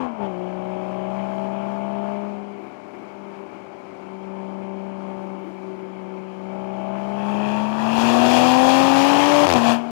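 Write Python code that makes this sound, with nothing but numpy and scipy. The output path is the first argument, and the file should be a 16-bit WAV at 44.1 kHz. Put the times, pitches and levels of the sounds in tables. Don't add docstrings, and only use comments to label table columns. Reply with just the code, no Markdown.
import sys
import numpy as np
from scipy import signal
from scipy.fft import rfft, irfft, next_fast_len
from scipy.io import wavfile
from scipy.ndimage import uniform_filter1d

SR = 44100
rng = np.random.default_rng(int(sys.argv[2]) if len(sys.argv) > 2 else 0)


def store_wav(level_fs):
    pcm = np.round(np.clip(np.atleast_2d(level_fs), -1, 1) * 32767)
    wavfile.write(sys.argv[1], SR, pcm.T.astype(np.int16))


N = 437013

# frequency in Hz, level in dB per Hz.
ROAD_SPECTRUM = [(20, -51), (60, -31.5), (150, -11.5), (250, -6), (370, -6.5), (450, -11), (800, -11),
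                 (1300, -15.5), (1900, -26.5), (2270, -15.5), (2550, -25.5), (3300, -38), (3700, -41),
                 (4100, -39), (9000, -53), (16000, -81)]
ROAR_SPECTRUM = [(20, -55), (60, -23), (120, -7), (300, -3), (450, -6.5), (750, 4), (1000, 2.5),
                 (1400, -7.5), (2000, -7.5), (2700, -9.5), (3400, -18), (4000, -34.5), (7000, -51.5),
                 (16000, -68.5)]
JET_SPECTRUM = [(300, -42), (1500, -3.5), (2700, 5), (3600, 0), (5000, -2.5), (7200, -8), (8000, -14),
                (10000, -15), (13000, -20.5), (16000, -24.5)]
SHELL_SPECTRUM = [(150, -36), (240, -16), (340, 4.5), (400, -1), (470, -31.5), (700, -57)]
HISS_SPECTRUM = [(20, 10), (100, 6), (1000, 0), (12000, -3), (16000, -4)]

# centre in Hz, width in Hz, level in dB.
PIPE_MODES = [(99, 100, -5.5), (319, 122, -2), (776, 560, -2), (2750, 800, -12.5)]
# centre in Hz, width in Hz, gain in dB.
CHAMBERS = [(2074, 172.7, -8.5), (2440, 100, 2), (3010, 91, -5.5), (3240, 250, 4), (3730, 120, -3),
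            (6000, 400, -1.5), (6960, 460, 1), (7900, 150, 0.5), (9360, 360, 1), (10700, 400, -2.5)]
# frequency in Hz, gain in dB.
BOOM = [(180, -4), (203, 1), (260, 0), (295, -1.5)]
HONK = [(365, 3.5), (395, -3), (415, 1), (440, -16.5), (470, -6), (510, 1.5), (585, 5)]

# time in seconds, firing rate in Hz.
SPEED = [(0, 263.8), (.2, 206.6), (.34, 180), (.5, 184.4), (1.08, 189.6), (1.17, 194.6), (1.45, 194.9),
         (1.72, 199.6), (2.2, 203.1), (3.0, 199.5), (4.0, 191.4), (4.85, 193.8), (5.6, 190.1), (6.3, 189.2),
         (6.85, 193.8), (7.7, 214.5), (8.25, 242.3), (9.33, 291.9)]
# time in seconds, load (0 coast, 1 light, 2 part, 3 boost rising, 4 full).
THROTTLE = [(0, 2.5), (.35, 1.68), (1.2, 2.11), (2.1, 1.97), (2.3, 1.38), (2.45, 0.61), (2.75, 0.035),
            (3.95, 0.087), (4.15, 0.59), (4.4, 1.07), (5.3, 1.19), (5.5, 0.56), (6.35, 0.66), (6.55, 1.66),
            (7.15, 2.26), (7.3, 2.83), (7.85, 3.286), (8.1, 3.952)]
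# middle in seconds, half length in seconds, load added.
DABS = [
    (.14, 0.066, -.9),
    (0.24, 0.042, 0.36),
    (3.303, 0.17, 0.34),
    (6.104, 0.15, 0.27),
    (7.716, 0.085, -0.32),
    (9.607, 0.034, -0.24),
    (9.9, 0.14, -1.85),
]
# start in seconds, end in seconds.
IGNITION_CUT = (9.459, 9.556)

LOAD_STEPS = [0, .5, 1, 2, 3, 4]
# firing tone in dB, its octave in dB, other orders in dB.
TONES_BY_LOAD = [(-48.5, -43, -38.5), (-36, -36.5, -38.5), (-30.5, -37, -34.5), (-27.5, -35.5, -27),
                 (-22.5, -36, -25), (-15, -24.5, -15.5)]
# roar in dB, jet hiss in dB, unburnt-fuel burble in dB.
GAS_BY_LOAD = [(-65.5, -72.5, -63), (-62, -71, -62.5), (-61, -72, -63.5), (-53.5, -67.5, -47.5),
               (-42, -52.5, -53), (-32, -35, -42)]
# multiple of the four-stroke cycle, share in dB at loads 0-1, 2, 3 and 4.
STRONG_ORDERS = [(3, -28, -34, -24, -22), (4, -29, -21, -15, -24), (7, -18, -19, -24, -26),
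                 (8, -19, -23, -21, -19), (9, -17, -23, -20, -23), (10, -16, -21, -15, -21),
                 (11, -14, -23, -23, -26), (13, -26, -32, -27, -18), (14, -28, -25, -23, -16),
                 (16, -14, -20, -15, -15), (18, -9, -9, -9, -9), (19, -21, -17, -16, -20),
                 (20, -13, -4, -15, -12), (22, -21, -20, -12, -19), (23, -20, -19, -16, -16),
                 (24, -15, -13, -9, -18), (26, -13, -8, -7, -17), (28, -8, -17, -22, -22),
                 (30, -21, -24, -24, -24), (32, -18, -21, -13, -27), (34, -24, -22, -34, -29),
                 (36, -24, -25, -34, -29), (38, -25, -29, -23, -27), (15, -30, -31, -23, -25),
                 (17, -22, -20, -21, -24), (21, -20, -21, -24, -21), (25, -24, -26, -18, -23),
                 (27, -22, -29, -25, -24), (42, -27, -27, -37, -32)]
COAST_CHANGE = {8: 4, 14: 9, 22: 8, 24: -3, 28: -10, 30: -9, 36: -4, 38: -9}
# middle in seconds, half length in seconds, multiple, dB.
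ORDER_SWELLS = [(9.9, .14, 20, -9), (9.9, .14, 16, 8), (8.12, .15, 20, -6), (8.02, .12, 24, 6),
                (7.5, .2, 18, 3), (7.75, .2, 26, 3), (.12, .07, 16, 11),          (4.75, .5, 18, 2.5),
                (2.45, .25, 28, -9), (8.02, .12, 18, -6), (2.5, .2, 22, 14.5), (2.2, .18, 18, 5),
                (9.9, .14, 32, -8), (9.9, .14, 28, -7), (5.25, .17, 24, 5), (5.25, .17, 18, 3),
                (5.25, .17, 36, 8), (9.9, .14, 26, -13), (9.9, .14, 24, -7), (.165, .028, 6, -6),
                (9.546, .008, 6, 6), (9.52, .02, 6, -4), (.13, .04, 24, 6), (.17, .03, 18, 5),
                (.23, .04, 20, -6), (.235, .03, 26, 5), (5.25, .17, 20, -10), (8.22, .2, 16, 7),
                (8.85, .14, 16, -8), (9.2, .22, 22, 5), (9.7, .1, 22, 7), (.45, .14, 22, 7),
                (9.68, .1, 20, -8), (8.6, .14, 24, 5), (8.2, .2, 28, 4), (9.22, .2, 28, -6),
                (9.7, .1, 28, 6), (6.5, .25, 32, -8), (6.15, .28, 26, -6), (8.2, .22, 9, 9),
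                (8.72, .24, 10, -8), (9.25, .18, 10, 6), (8.1, .12, 30, 8), (9.68, .1, 16, 5),
                (5.49, .04, 12, -4), (5.94, .05, 12, -4), (5.84, .025, 12, 5), (6.18, .07, 12, 3),
                (9.15, .06, 12, -3), (9.36, .08, 12, 2), (9.37, .1, 18, -5)]

# start in seconds, count, first gap in seconds, peak in dB.
VOLLEYS = [
    (.0025, 6, .0113, -20.5),
    (9.468, 7, .0106, -6.6),
]
# time in seconds, peak in dB.
BACKFIRES = [(.069, -23), (.197, -24), (.208, -22), (.229, -22.5), (.239, -21.5), (.254, -23),
             (.266, -20.5), (4.127, -33), (7.9785, -11), (8.031, -12), (9.549, -10), (9.5575, -9.5),
             (9.579, -10)]
# middle in seconds, half length in seconds, level in dB.
BURBLES = [
    (2.66, .12, -49.5),
    (2.95, .1, -44.5),
    (3.35, 0.26, -48),
    (5.598, 0.39, -46.5),
    (6.12, .13, -48.5),
    (6.6, 0.079, -61),
]
# middle in seconds, half length in seconds, level in dB.
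RASPS = [
    (7.22, .05, -46),
    (7.5, .2, -38),
    (7.95, .08, -34),
    (8.07, .045, -31),
    (9.1, .33, -32.5),
]
RASP_CYLINDERS_DB = [3.5, -4, 1, -4, 1, -4]
# firing rate in Hz, frequency stretch as a ratio.
RASP_TUNING = [(205, 1), (230, 1.06), (255, 1.05), (278, 1.09), (286, 1.22), (295, 1.24)]
RASP_STRETCHES = [1, 1.06, 1.12, 1.18, 1.24]

CYLINDERS, TOP_ORDER = 6, 44
UPSHIFT_S, UPSHIFT_LASTS_S, UPSHIFT_RATIO = 9.455, .135, .803
STUMBLE_S, STUMBLE_HALF_S, STUMBLE_HZ = 8.98, .0816, -3
CUT_DB, CUT_EDGE_S = -15, .01
WAKE_HZ, WAKE_DB_PER_HZ = 252.2, .16
WEAK_DB, WEAK_PEAK, WEAK_FALL_DB = -22.5, 19.6, .6
BEAT_ORDER = 24
CLUTCH_S, CLUTCH_HALF_S, CLUTCH_DB = .1, .1, -2.5
BITE_S, BITE_HALF_S, BITE_DB = .26, .054, 5.5
SPOOL_DB, SPOOL_S = -3.5, .45
LAG_S, LAG_HALF_S, LAG_DB = 7.38, .2, -3
SETTLE_S, SETTLE_HALF_S, SETTLE_DB = 8.17, .12, -2
BLOW_OFF_S, BLOW_OFF_HALF_S, BLOW_OFF_DB = 9.9, .09, 6
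COOL_STRETCH, CHAMBERS_HZ = .934, 4500
FLOOD_HZ, FLOOD_SPAN_HZ, FLOOD_DEPTH = 264, 12, .45
GAP_GROWS_S = .00014
RASP_HZ, RASP_WIDTH_HZ, RASP_BRIGHT_HZ, RASP_BRIGHT_DB = 2540, 240, 3200, -8
FADE_S, TOP_HZ = .004, 15760


def amp(db):
    return 10 ** (np.asarray(db) / 20)


def unit(x):
    return x / np.sqrt(np.mean(x ** 2) + 1e-20)


def curves(rows):
    s, *cols = np.transpose(rows)
    return [np.interp(np.arange(N) / SR, s, c) for c in cols]


def bump(s, half):
    return np.exp(-((np.arange(N) / SR - s) / half) ** 4)


def wobble(rate):
    knots = rng.standard_normal(int(N * rate / SR) + 4)
    return np.interp(np.arange(N) * rate / SR, np.arange(len(knots)), knots)


def filtered(x, response):
    m = next_fast_len(N + SR // 2)
    return irfft(rfft(x, m) * response(np.fft.rfftfreq(m, 1 / SR)), m)[..., :N]


def coloured(x, spectrum):
    f, db = np.transpose(spectrum)
    return unit(filtered(x, lambda hz: amp(np.interp(np.log(hz + 1), np.log(f), db))))


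def patchy(patchy_db):
    z = signal.stft(rng.standard_normal(N), nperseg=512)[2]
    field = uniform_filter1d(rng.standard_normal(z.shape), size=6, axis=0)
    field = uniform_filter1d(field, size=10, axis=1)
    return signal.istft(z * amp(patchy_db * unit(field)), nperseg=512)[1][:N]


def by_load(load, rows):
    return [np.interp(load, LOAD_STEPS, column) for column in np.transpose(rows)]


def driver():
    t = np.arange(N) / SR
    shifted = np.clip((t - UPSHIFT_S) / UPSHIFT_LASTS_S, 0, 1)
    firing_hz = curves(SPEED)[0] * UPSHIFT_RATIO ** shifted
    firing_hz = firing_hz + STUMBLE_HZ * bump(STUMBLE_S, STUMBLE_HALF_S)
    load = curves(THROTTLE)[0] + sum(more * bump(s, half) for s, half, more in DABS)
    return firing_hz, np.clip(load, 0, LOAD_STEPS[-1])


def road():
    lumps_db = .7 * wobble(2) + .9 * wobble(11)
    return amp(-40.5 + lumps_db) * coloured(patchy(patchy_db=.3), ROAD_SPECTRUM)


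def burble(load):
    lumps = amp(1.3 * wobble(4) + 2.4 * wobble(9) + 2.4 * wobble(25))
    level = amp(by_load(load, GAS_BY_LOAD)[2])
    level = level + sum(amp(db) * bump(s, half) for s, half, db in BURBLES)
    return amp(4.5) * level * unit(lumps * coloured(rng.standard_normal(N), SHELL_SPECTRUM))


def pops():
    blows, spits = np.zeros(N + SR), np.zeros(N + SR)
    t = np.arange(SR // 50) / SR
    firings = list(BACKFIRES)
    for start, count, gap, db in VOLLEYS:
        for k in range(count):
            firings.append((start + k * (gap + k * GAP_GROWS_S), db + rng.normal(0, .6)))
    for s, db in firings:
        i = round(s * SR)
        blows[i:][:len(t)] += amp(1.2 * db + 19.5) * np.exp(-((t - .0004) / .00018) ** 2)
        spits[i:][:len(t)] += amp(3.5 * db + 6.5) * t / .0013 * np.exp(1 - t / .0013)

    def pipe(f):
        return sum((-1) ** k * amp(db) * 1j * f * w / (c * c - f * f + 1j * f * w)
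                   for k, (c, w, db) in enumerate(PIPE_MODES))

    booms = filtered(blows[:N], lambda f: pipe(f) ** 2 * 1j * f / (50 + 1j * f))
    return booms + spits[:N] * coloured(rng.standard_normal(N), JET_SPECTRUM)


def rasp(firings):
    count = firings.astype(int)
    spread_db = 1.2 * rng.standard_normal(count[-1] + 2)[count]
    sizes = amp(np.array(RASP_CYLINDERS_DB)[count % CYLINDERS] + spread_db)
    puffs = (.2 + sizes * np.sin(np.pi * firings) ** 4) * rng.standard_normal(N)

    def peak(hz, centre):
        return np.exp(-((hz - centre) / RASP_WIDTH_HZ) ** 2)

    def ring(k):
        return filtered(puffs, lambda hz: peak(hz, k * RASP_HZ) + amp(RASP_BRIGHT_DB) * peak(hz, RASP_BRIGHT_HZ))

    stretch = np.interp(np.gradient(firings) * SR, *np.transpose(RASP_TUNING))
    rings = sum(np.interp(stretch, RASP_STRETCHES, share) * ring(k)
                for k, share in zip(RASP_STRETCHES, np.eye(len(RASP_STRETCHES))))
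    return sum(amp(db) * bump(s, half) for s, half, db in RASPS) * unit(rings)


def gas_flow(firings, load):
    t = np.arange(N) / SR
    roar_db, jet_db, _ = by_load(load, GAS_BY_LOAD)
    count = firings.astype(int)
    cylinder_db = np.array([2.5, -1, -2, 1.5, -1.5, -1])[count % CYLINDERS]
    sizes = amp(cylinder_db + 1.8 * rng.standard_normal(count[-1] + 2)[count])
    puffs = sizes * np.sin(np.pi * firings) ** 2
    heat = np.clip(load - 2, 0, 1)
    swell_db, flutter_db = .29 * wobble(8), 1.2 * wobble(14)
    jet_db = jet_db + SPOOL_DB * np.exp(-t / SPOOL_S) + LAG_DB * bump(LAG_S, LAG_HALF_S)
    jet_db = jet_db + SETTLE_DB * bump(SETTLE_S, SETTLE_HALF_S)
    jet_db = jet_db + BLOW_OFF_DB * bump(BLOW_OFF_S, BLOW_OFF_HALF_S)
    cut_db = -3.1 * ((t > IGNITION_CUT[0]) & (t < IGNITION_CUT[1]))
    roar = coloured((.9 - .35 * heat + puffs) * patchy(patchy_db=1.5), ROAR_SPECTRUM)
    jet = coloured((2.2 + (.4 + .6 * heat) * puffs) * patchy(patchy_db=.73), JET_SPECTRUM)
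    gas = amp(roar_db + 15 + swell_db + cut_db) * roar
    gas = gas + amp(jet_db + 9.5 + swell_db + 3 * cut_db + flutter_db) * jet

    def through_chambers(stretch, depth=1):
        def response(hz):
            gain_db = sum(db * np.exp(-((hz - c * (stretch if c < CHAMBERS_HZ else 1)) / w) ** 2)
                          for c, w, db in CHAMBERS)
            return amp(gain_db) ** depth
        return filtered(gas, response)

    flood = np.clip((np.gradient(firings) * SR - FLOOD_HZ) / FLOOD_SPAN_HZ, 0, 1)
    hot = (1 - flood) * through_chambers(1.01) + flood * through_chambers(.99, FLOOD_DEPTH)
    return heat * hot + (1 - heat) * through_chambers(COOL_STRETCH)


def order_shares():
    shares = {k: [WEAK_DB - WEAK_FALL_DB * abs(k - WEAK_PEAK)] * 4 for k in range(2, TOP_ORDER + 1)}
    shares.update({k: share_db for k, *share_db in STRONG_ORDERS})
    return [(k, share_db) for k, share_db in sorted(shares.items()) if k not in (CYLINDERS, 2 * CYLINDERS)]


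def order_swell(order):
    return sum(db * bump(s, half) for s, half, multiple, db in ORDER_SWELLS if multiple == order)


def engine_orders(firings, firing_hz, load):
    t = np.arange(N) / SR
    cut_db = CUT_DB * np.clip(np.minimum(t - IGNITION_CUT[0], IGNITION_CUT[1] - t) / CUT_EDGE_S, 0, 1)
    firing_db, octave_db, others_db = by_load(load, TONES_BY_LOAD) + cut_db
    full = np.clip(load - 3, 0, 1)
    firing_db = firing_db + np.interp(firing_hz, *np.transpose(BOOM)) + order_swell(6)
    octave_db = octave_db + np.interp(2 * firing_hz, *np.transpose(HONK)) + order_swell(12)
    octave_db = octave_db + BITE_DB * bump(BITE_S, BITE_HALF_S)
    others_db = others_db + CLUTCH_DB * bump(CLUTCH_S, CLUTCH_HALF_S)
    others_db = others_db + full * WAKE_DB_PER_HZ * np.minimum(firing_hz - WAKE_HZ, 0)
    phase = 2 * np.pi * firings
    tones = amp(firing_db + .6 * wobble(14)) * np.sin(phase)
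    tones += amp(octave_db + 1.9 * wobble(14)) * np.sin(2 * phase - .8)
    rough = np.interp(load, [0, 1, 2, 3, 4], [1.5, .55, .5, .7, 1.8])
    for k, share_db in order_shares():
        unsteady = rough * (.3 if k % CYLINDERS == 0 else 1.7 if k % 2 else .9)
        level_db = others_db + 9.5 * full / (1 + ((k / CYLINDERS * firing_hz - 770) / 60) ** 2)
        level_db = level_db + order_swell(k) + COAST_CHANGE.get(k, 0) * np.clip(1 - 2 * load, 0, 1)
        level_db = level_db + np.interp(load, [1, 2, 3, 4], share_db)
        level_db = level_db + 2.2 * np.minimum(unsteady, 1.4) * wobble(7)
        in_step = k >= BEAT_ORDER and k % 2 == 0
        drift = rng.uniform(0, 2 * np.pi) * (.1 if in_step else 1) + .3 * unsteady * wobble(13)
        tones += amp(level_db) * np.sin(k / CYLINDERS * phase + drift)
    return np.sqrt(2) * tones


def scene():
    firing_hz, load = driver()
    firings = np.cumsum(firing_hz) / SR
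    car = road() + burble(load) + pops() + rasp(firings)
    car = car + gas_flow(firings, load) + engine_orders(firings, firing_hz, load)
    return np.array([car, np.zeros(N)])


def record(dry):
    rounded = dry[0] / (1 + np.abs(dry[0] / .85) ** 4) ** (1 / 4)
    left = np.minimum(np.arange(N) / SR / FADE_S, 1) * rounded
    leak = filtered(left, lambda hz: amp(-62) * np.exp(-.5j) / (1 + 1j * hz / 450))
    hiss = amp(-85) * coloured(rng.standard_normal(N), HISS_SPECTRUM)
    return filtered(np.array([left, leak + hiss]), lambda hz: hz < TOP_HZ)


dry = scene()
out = record(dry)
store_wav(out)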